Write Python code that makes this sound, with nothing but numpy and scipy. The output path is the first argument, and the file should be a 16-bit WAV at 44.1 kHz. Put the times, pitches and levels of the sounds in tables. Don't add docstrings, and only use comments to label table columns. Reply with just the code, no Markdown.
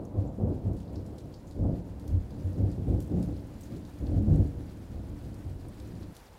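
import sys
import numpy as np
from scipy import signal
from scipy.fft import rfft, irfft
from scipy.io import wavfile
from scipy.ndimage import uniform_filter1d

SR = 44100
rng = np.random.default_rng(int(sys.argv[2]) if len(sys.argv) > 2 else 0)


def bounce(signal):
    frames = np.transpose(np.atleast_2d(signal))
    limited = np.clip(frames, -1, 1)
    pcm = np.round(limited * 32767).astype(np.int16)
    wavfile.write(sys.argv[1], SR, pcm)


N = 281358
TIME_S = np.arange(N) / SR
FREQS_HZ = np.fft.rfftfreq(N, 1 / SR)

# (start [s], hold [s], level [dB], depth re level [dB], edge re level [dB])
PEALS = [(-0.04, 0.0052, -38, -22, -7.5), (0.122, .02, -35.5, -2, -7.5), (0.368, 0.094, -31.5, -8, -10.5),
         (0.616, 0.068, -35, -1.5, -12), (0.913, 0.035, -43, -7, -13), (1.2, .04, -48.5, -2, -7),
         (1.549, 0.032, -34.5, 3, -11.5), (1.606, 0.063, -30.5, -3, -10.5), (1.873, 0.048, -54, 9, -26),
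         (2.075, 0.048, -40.5, 10.5, -17), (2.29, 0.33, -43.5, -2, -10.5), (2.547, 0.071, -34, 1.5, -12),
         (2.746, 0.016, -37.5, -5, -15), (2.846, 0.07, -30.5, 0, -13), (3.085, 0.08, -31, -7, -14),
         (3.25, 0.016, -36, -0.5, -13), (3.69, 0.055, -39.5, -29, -17), (3.991, 0.094, -36.5, 2.5, -12.5),
         (4.1, 0.054, -31.5, 1, -13), (4.249, 0.12, -29, 2, -14.5), (4.535, 0.029, -42, 2.5, -12.5),
         (4.882, 0.058, -46.5, 6.5, -11.5), (5.055, 0.018, -48, 5.5, -24), (5.203, 0.043, -44, 0, -14),
         (5.423, 0.022, -48, 5, -13), (5.515, 0.018, -52, 9, -15), (5.63, .02, -46.5, -2, -9),
         (5.777, 0.018, -56.5, 10, -2), (5.898, 0.016, -47.5, -1, -16)]
# (time [s], level [dB])
ECHO_LEVELS = [(0, -45), (0.9, -43), (1.45, -49), (2.1, -46.5), (3.35, -44.5), (3.6, -48.5), (3.92, -49),
               (4.6, -46.5), (5.3, -48), (6.12, -48.5)]
# (frequency [Hz], gain [dB])
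THUNDER_SPECTRUM = [(20, -46), (33, -9), (43, -16), (55, -6), (66, -2.5), (90, -6), (115, -2), (140, -12),
                    (290, -8.5), (420, -20), (520, -21), (750, -30.5), (1000, -42.5), (1400, -53),
                    (4000, -110)]
SPLITS_HZ = (72, 130, 420, 850)
# (frequency [Hz], width [Hz], lift [dB])
PORCH_MODES = [(94.6, 15, 5.5), (147.7, 5.7, 10), (177.4, 4.8, 10.5), (212, 7.5, 6.5), (262.3, 5.8, 2.5),
               (294.2, 12, 6), (357.4, 11.7, 4.5), (486, 9.4, 3.5), (580, 8.4, 1.5)]
# (frequency [Hz], gain [dB])
WIND_SPECTRUM = [(15, -25), (30, -0.5), (55, -4.5), (95, 0), (150, -11.5), (300, -14), (500, -14.5),
                 (900, -17), (1600, -36.5), (4000, -68)]
# (frequency [Hz], gain [dB])
SLEET_SPECTRUM = [(200, -24), (900, 4), (1500, 8), (2300, 3), (3400, 0.5), (4500, -2), (6000, -4),
                  (8500, -5.5), (11800, -6.5), (13300, -11), (14300, -7), (16000, -9.5)]
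# (time [s], level [dB])
SLEET_LEVELS = [(0.0, -71.5), (1.1, -68.3), (1.75, -69), (2.2, -67), (3.9, -64), (5.0, -65.5), (6.38, -64)]
# (frequency [Hz], gain [dB])
PATTER_RINGS = [(3300, -6.5), (4250, -1), (4500, -0.5), (5300, -3), (6800, -2), (8600, -4), (11200, -3)]
# (time [s], level [dB], ring [Hz], crack share [0-1], scatter [dB])
PELLET_HITS = [(0.0513, -48, 6400, 0.4, -6), (0.274, -54, 7150, 0.05, -2), (0.732, -51.5, 6000, 0.8, -4),
               (0.766, -54.5, 4370, 0.57, 10), (0.8024, -51, 3470, 0.56, 6), (0.8783, -54, 4300, 0.1, -4),
               (0.956, -41, 4830, 0.15, -2), (1.063, -49.5, 4700, 0.55, 1), (1.1821, -42, 4120, 0.5, 0),
               (1.3395, -44, 4840, 0.22, 2.5), (1.47, -53.5, 6700, 0.3, 7), (1.51, -46.5, 4460, 0.46, 2),
               (1.997, -49, 4180, 0.7, 1), (2.078, -41, 6390, 0.53, -6), (2.306, -49, 4440, 0.4, 0),
               (2.531, -53, 4210, 0.9, -15), (2.7155, -48, 4360, 0.5, 2), (3.0032, -43, 4200, 1, 5),
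               (3.022, -49, 8050, 0.4, -4), (3.0749, -48, 8300, 0.4, -29), (3.2274, -41, 4970, 0.6, 0),
               (3.366, -50.5, 4280, 0.15, -3), (3.6087, -42.5, 8000, 0.6, 3), (3.634, -43.5, 6460, 0.2, 0),
               (3.7614, -50, 4370, 0.1, -1), (3.851, -47, 4100, 0.4, -7), (4.0677, -41.5, 3970, 0.2, -12),
               (4.359, -45.5, 4380, 0.7, -9), (5.343, -46, 5210, 0.65, -6), (5.685, -45, 9200, 0.4, -15),
               (5.7997, -41, 4270, 0.4, -8), (6.0297, -43, 4070, 0.2, -3), (6.1509, -48, 6100, 0.6, 4),
               (6.166, -40, 4300, 0.7, -1.5)]
# (time [s], level [dB], ring [Hz])
HEAVY_SHOCKS = [(0.164, -19.5, 96.1), (0.406, -25, 104.6), (0.46, -23, 87.6), (0.655, -23.5, 96.1),
                (0.955, -35, 89), (1.62, -24, 94.6), (1.707, -28, 93.5), (2.119, -18, 88.6),
                (2.442, -22.5, 90.5), (2.57, -30.5, 182.7), (2.574, -19.5, 102.3), (2.639, -26, 94.6),
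                (2.786, -29.5, 99.3), (2.894, -19, 87.6), (3.125, -25, 178), (4.143, -22, 99.7),
                (4.191, -27, 210.8), (4.291, -17, 92), (4.285, -19, 151.6), (4.38, -24, 103),
                (5.453, -33.5, 92.3)]


def gain_of(db):
    return 10 ** (np.asarray(db) / 20)


def unit_rms(x):
    return x / np.sqrt(np.mean(x ** 2) + 1e-20)


def colour(points):
    hz, db = np.transpose(points)
    return gain_of(np.interp(np.log(FREQS_HZ + 1), np.log(hz), db))


def filtered(x, gain):
    return irfft(rfft(x) * gain, N)


def bandpass(x, low_hz, high_hz):
    sos = signal.butter(2, [low_hz, min(high_hz, SR * .45)], "band", fs=SR, output="sos")
    return unit_rms(signal.sosfilt(sos, x))


def smooth(x, sigma_s):
    return filtered(x, np.exp(-.5 * (2 * np.pi * FREQS_HZ * sigma_s) ** 2))


def steadied(x, sigma_s):
    return x / np.sqrt(abs(smooth(unit_rms(x) ** 2, sigma_s)) + 1e-3) / np.std(x)


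def arrivals(per_s, spread_db):
    chance = rng.random(N)
    size = np.minimum(rng.exponential(1, N), 4)
    sign = rng.choice([-1, 1], N)
    return (chance < per_s / SR) * sign * gain_of(spread_db * size)


def add(mix, start_s, sound):
    part = mix[max(round(start_s * SR), 0):][:len(sound)]
    part += sound[:len(part)]


def peal_levels_db(attack_s=0.038, surge_db=2, deepen_db_per_s=0.2, dull_db_per_s=1.38):
    surges = unit_rms(smooth(rng.standard_normal(N), sigma_s=0.034))
    echo_db = np.interp(TIME_S, *np.transpose(ECHO_LEVELS)) + surge_db * surges
    echo_depth_db = echo_db - 4 + deepen_db_per_s * TIME_S
    echo_edge_db = echo_db - 7 - dull_db_per_s * TIME_S
    power = gain_of([echo_depth_db, echo_db, echo_edge_db]) ** 2
    t = np.arange(SR) / SR
    fade_s = np.array([[0.067], [0.062], [0.061]])
    for start_s, hold_s, db, depth_db, edge_db in PEALS:
        age_s = t - min(start_s, 0)
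        rise = np.minimum(age_s / attack_s, 1)
        fades = np.exp(-np.maximum(age_s - attack_s - hold_s, 0) / fade_s)
        for band, envelope, lift_db in zip(power, rise * fades, (depth_db, 0, edge_db)):
            add(band, start_s, (gain_of(db + lift_db) * envelope) ** 2)
    return 10 * np.log10(power)


def thunder(top_db=-4.5, early_db=7, dulling_s=1.0, low_cut_hz=28, stop_s=6.132):
    shocks = arrivals(per_s=3000, spread_db=1.5)
    lowpasses = [1 / (1 + (FREQS_HZ / hz) ** 16) for hz in SPLITS_HZ]
    bands = np.diff(lowpasses, axis=0, prepend=0, append=1)
    depth, throb, roll, edge, top = (filtered(shocks, colour(THUNDER_SPECTRUM) * band) for band in bands)
    depth_db, roll_db, edge_db = peal_levels_db()
    throb_db = (depth_db + roll_db) / 2
    edge = edge + top * gain_of(top_db + early_db * np.exp(-TIME_S / dulling_s))
    layers = [(depth, depth_db - 1), (throb, throb_db - 3), (roll, roll_db - 4), (edge, edge_db - 1)]
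    peals = sum(steadied(band, sigma_s=0.022) * gain_of(db) for band, db in layers)
    mic_low_cut = signal.butter(4, low_cut_hz, "high", fs=SR, output="sos")
    gate = np.clip((stop_s - TIME_S) / .004, 0, 1)
    return porch(signal.sosfilt(mic_low_cut, peals)) * gate


def porch(x):
    for hz, width_hz, lift_db in PORCH_MODES:
        mode = signal.lfilter(*signal.iirpeak(hz, hz / width_hz, fs=SR), x)
        x = x + (gain_of(lift_db) - 1) * mode
    return x


def wind(level_db=-53.5):
    murmur = filtered(rng.standard_normal(N), colour(WIND_SPECTRUM))
    return gain_of(level_db) * steadied(murmur, sigma_s=0.11)


def sleet(patter_db=-9, flutter_db=1.15, trim_db=1, ring_s=0.004, band_ratio=1.13):
    hiss = unit_rms(filtered(rng.standard_normal(N), colour(SLEET_SPECTRUM)))
    t, patter = np.arange(SR // 25) / SR, np.zeros(N)
    for hz, db in PATTER_RINGS:
        ring = bandpass(rng.standard_normal(len(t)), hz / band_ratio, hz * band_ratio)
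        ring *= np.exp(-t / ring_s)
        hits = arrivals(per_s=45, spread_db=1.5)
        patter += gain_of(db) * unit_rms(signal.oaconvolve(hits, ring)[:N])
    flutter = unit_rms(smooth(rng.standard_normal(N), sigma_s=0.013))
    fall_db = np.interp(TIME_S, *np.transpose(SLEET_LEVELS)) + trim_db + flutter_db * flutter
    return gain_of(fall_db) * (hiss + gain_of(patter_db) * unit_rms(patter))


def pellets(ring_s=0.0046, crack_s=0.0041, snap_s=.0007, scatter_s=0.036,
            snap_db=5, crumble_db=3, width_hz=1300, trim_db=-10):
    t, out = np.arange(SR // 6) / SR, np.zeros(N)
    for start_s, db, hz, share, scatter_db in PELLET_HITS:
        ring_noise, crack_noise, snap_noise = rng.standard_normal((3, len(t)))
        grain = unit_rms(uniform_filter1d(snap_noise, size=90))
        crumbs = unit_rms(gain_of(crumble_db * grain))
        scatter = crumbs * gain_of(scatter_db) * np.sqrt(ring_s / scatter_s) * np.exp(-t / scatter_s)
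        ring = bandpass(ring_noise, hz - width_hz / 2, hz + width_hz / 2)
        ring *= np.hypot(np.exp(-t / ring_s), scatter)
        crack = bandpass(crack_noise, 0.7 * hz, hz * (0.98 + 2.44 * share))
        crack *= np.hypot(np.exp(-t / crack_s), scatter)
        snap = bandpass(snap_noise, 2200, 14000) * gain_of(snap_db) * np.exp(-t / snap_s)
        hit = (1 - share) * ring + np.sqrt(share) * crack + share * snap
        add(out, start_s, gain_of(db + trim_db) * hit)
    return out


def booms(trim_db=-2, base_swell_s=0.023, steepness=1.17):
    t, out = np.arange(SR // 3) / SR, np.zeros(N)
    lowest_mode_hz = PORCH_MODES[0][0]
    for (start_s, db, hz), phase in zip(HEAVY_SHOCKS, rng.random(len(HEAVY_SHOCKS))):
        swell_s = base_swell_s * (hz / lowest_mode_hz) ** 0.89
        envelope = (t / swell_s * np.exp(1 - t / swell_s)) ** steepness
        add(out, start_s, gain_of(db + trim_db) * envelope * np.sin(2 * np.pi * (hz * t + phase)))
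    return out


def scene():
    return np.tile(thunder() + booms() + wind() + sleet() + pellets(), (2, 1))


def record(dry):
    cutoff_hz = 15880
    lowpass = signal.firwin(511, cutoff_hz, window=("kaiser", 9), fs=SR)
    return signal.oaconvolve(dry, lowpass[None], "same")


dry = scene()
out = record(dry)
bounce(out)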